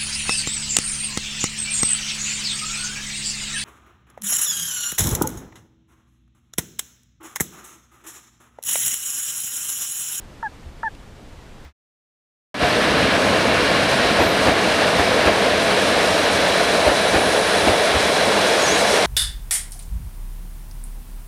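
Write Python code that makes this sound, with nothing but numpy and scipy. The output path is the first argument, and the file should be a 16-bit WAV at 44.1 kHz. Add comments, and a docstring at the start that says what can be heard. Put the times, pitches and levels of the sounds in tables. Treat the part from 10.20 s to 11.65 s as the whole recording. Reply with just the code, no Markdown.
"""A toad at a pond

A toad calls twice over a steady hiss and an uneven low rumble. Each call starts with a soft pop
that rings the throat, then holds a clean falling note whose octave (twice the pitch) swells.
Two dull low bumps, a faint tick and soft swells of noise stir the background."""
import sys
import numpy as np
from scipy import signal
from scipy.fft import rfft, irfft
from scipy.io import wavfile

SR = 44100
rng = np.random.default_rng(int(sys.argv[2]) if len(sys.argv) > 2 else 0)


def dump_mix(stems):
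    """Bounce the given channels to the path in sys.argv[1] as a 16-bit WAV at rate SR."""
    frames = np.atleast_2d(stems).T  # one column per channel
    limited = np.clip(frames, -1, 1)  # hard clip at full scale
    pcm = np.round(limited * 32767).astype(np.int16)
    wavfile.write(sys.argv[1], SR, pcm)


N = 63945


def amp(db):
    """Turns decibels into a number to multiply a sound by."""
    return 10 ** (np.asarray(db) / 20)


def unit(x):
    """Scales a signal so that its average strength (rms) is 1."""
    return x / np.sqrt(np.mean(x ** 2) + 1e-20)


def add(mix, start_s, sound):
    """Adds a sound to the mix at the given time."""
    part = mix[max(round(start_s * SR), 0):][:len(sound)]
    part += sound[:len(part)]


def noise(colour, low_hz=1):
    """Noise whose colour lists how strong each frequency is; it fades out below low_hz."""
    hz = np.fft.rfftfreq(N, 1 / SR)
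    colour_hz, colour_db = np.transpose(colour)
    gain = amp(np.interp(np.log(hz + 1), np.log(colour_hz), colour_db))
    gain *= 1 - np.exp(-(hz / low_hz) ** 4)
    return unit(irfft(rfft(rng.standard_normal(N)) * gain, N))


def drift(rate_hz):
    """A smooth random wobble, up to about rate_hz times a second."""
    hz = np.fft.rfftfreq(N, 1 / SR)
    return unit(irfft(rfft(rng.standard_normal(N)) * np.exp(-(hz / rate_hz) ** 2), N))


def ring(t, hz, build_s):
    """The tone of something softly struck: it swells for build_s, then dies away."""
    rise = t / build_s
    return rise ** 2 * np.exp(2 * (1 - rise)) * np.sin(2 * np.pi * hz * t)


def hiss():
    """A steady hiss whose level flickers slightly."""
    # colour of the hiss (frequency [Hz], relative level [dB])
    colour = [(150, -1), (230, -2.5), (360, -7), (500, -8.5), (730, -11), (1000, -13), (2000, -17.5),
              (3700, -22), (5500, -26.5), (7800, -29.5), (10000, -35), (12500, -43), (15000, -64)]
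    level_db = -46.5 + 0.41 * drift(rate_hz=36)
    return amp(level_db) * noise(colour, low_hz=134.6)


def rumble():
    """An uneven low rumble that slowly gets quieter."""
    # colour of the rumble (frequency [Hz], relative level [dB])
    colour = [(5, -15), (20, 3.5), (38, 3), (55, 0), (75, -2), (105, -4.5), (160, -10.5), (260, -47)]
    t = np.arange(N) / SR
    fade_db_per_s = 0.5
    level_db = -43.5 - fade_db_per_s * (t - t.mean()) + 0.14 * drift(rate_hz=16)
    return amp(level_db) * noise(colour)


def bumps():
    """Two dull bumps, each a low tone that swells and dies away."""
    # low bumps (start [s], level [dB], pitch [Hz], build-up [s])
    hits = [(0.447, -31.5, 73, 0.024), (1.174, -34.5, 38.7, 0.01)]
    out, t = np.zeros(N), np.arange(N) / SR
    for start, db, hz, build_s in hits:
        add(out, start, amp(db) * ring(t, hz, build_s))
    return out


def tick():
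    """A faint tick: a tiny burst of bright noise."""
    # the burst (start [s], level [dB], fade time [s])
    bursts = [(0.7483, -47.5, 0.002)]
    # colour of the tick (frequency [Hz], relative level [dB])
    colour = [(500, -9), (2000, -9), (2800, 4), (4200, 0), (6000, -13), (8500, -14), (11400, -11),
              (12800, -34)]
    out, t = np.zeros(N), np.arange(N) / SR
    for start, db, fade_s in bursts:
        envelope = t / fade_s * np.exp(1 - t / fade_s)
        add(out, start, amp(db) * envelope * noise(colour))
    return out


def swells():
    """Soft, muffled noise that briefly rises and falls."""
    # swells of noise (time of peak [s], level [dB], width [s])
    peaks = [(1.01, -51, 0.052), (1.435, -58, 0.01)]
    # colour of the swells (frequency [Hz], relative level [dB])
    colour = [(70, -20), (150, -18), (400, 14), (650, 6), (1200, -13), (4000, -39)]
    out, t = np.zeros(N), np.arange(N) / SR
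    for centre, db, width_s in peaks:
        out += amp(db) * np.exp(-((t - centre) / width_s) ** 2) * noise(colour)
    return out


def throat_pop():
    """A soft pop that makes the toad's throat ring at several pitches at once."""
    # tones of the throat (pitch [Hz], relative level [dB], build-up [s])
    tones = [(728, -7, 0.0024), (1011, -16, 0.0023), (1339, -4.5, 0.003), (1680, -4.5, .0031)]
    t = np.arange(SR // 10) / SR
    return sum(amp(db) * ring(t, hz, build_s) for hz, db, build_s in tones)


def note(hold_s, level_db, start_hz, settled_hz, octave_db):
    """A clean tone that sags in pitch while its energy moves into the octave above."""
    fade_in_s, fade_out_s = 0.0028, 0.0069
    slack_hz, slacken_s = 807, 0.0026
    t = np.arange(N) / SR
    progress = np.minimum(t / hold_s, 1)  # 0 to 1 while the note is held
    after_s = np.maximum(t - hold_s, 0)
    # the pitch falls quickly, levels off, then drops again as the pressure goes
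    hz = settled_hz + (start_hz - settled_hz) * (1 - progress) ** 1.35
    hz = slack_hz + (hz - slack_hz) * np.exp(-after_s / slacken_s)
    hz *= 1 + 0.003 * drift(rate_hz=200)
    phase = 2 * np.pi * np.cumsum(hz) / SR
    fade_in = np.sin(np.pi / 2 * np.minimum(t / fade_in_s, 1)) ** 2
    fade_out = np.exp(-(after_s / fade_out_s) ** 1.66)
    base_tone = amp(-5 * progress ** 2) * np.cos(phase)  # loses 5 dB over the hold
    swell_db = -19 * np.maximum(1 - progress / 0.84, 0) ** 1.15  # full at 84% of the hold
    octave = amp(octave_db + swell_db) * np.cos(2 * phase)
    flicker_db = 0.3 * drift(rate_hz=200)
    return fade_in * fade_out * amp(level_db + flicker_db) * (base_tone + octave)


def toad():
    """Two calls, each a pop in the throat and then the note."""
    # the calls (start [s], hold [s], level [dB], starting pitch [Hz], settled pitch [Hz],
    # octave level relative to the note [dB], pop gain [dB])
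    calls = [(0.2278, 0.042, -22.5, 947, 830.6, -1.2, -24), (0.6317, 0.046, -21, 939.3, 862.7, 0.3, -20)]
    pop_lead_s = 0.001676
    out, pop = np.zeros(N), throat_pop()
    for start, hold_s, level_db, start_hz, settled_hz, octave_db, pop_db in calls:
        add(out, start - pop_lead_s, amp(pop_db) * pop)
        add(out, start, note(hold_s, level_db, start_hz, settled_hz, octave_db))
    return out


def scene():
    """The toad in front of its background, in one channel."""
    return (toad() + hiss() + rumble() + bumps() + tick() + swells())[None]


def record(dry):
    """Cuts away the very highest treble."""
    cutoff_hz = 15100
    low_pass = signal.firwin(801, cutoff_hz, window=("kaiser", 9), fs=SR)
    return signal.oaconvolve(dry, low_pass[None], "same")


dry = scene()
out = record(dry)
dump_mix(out)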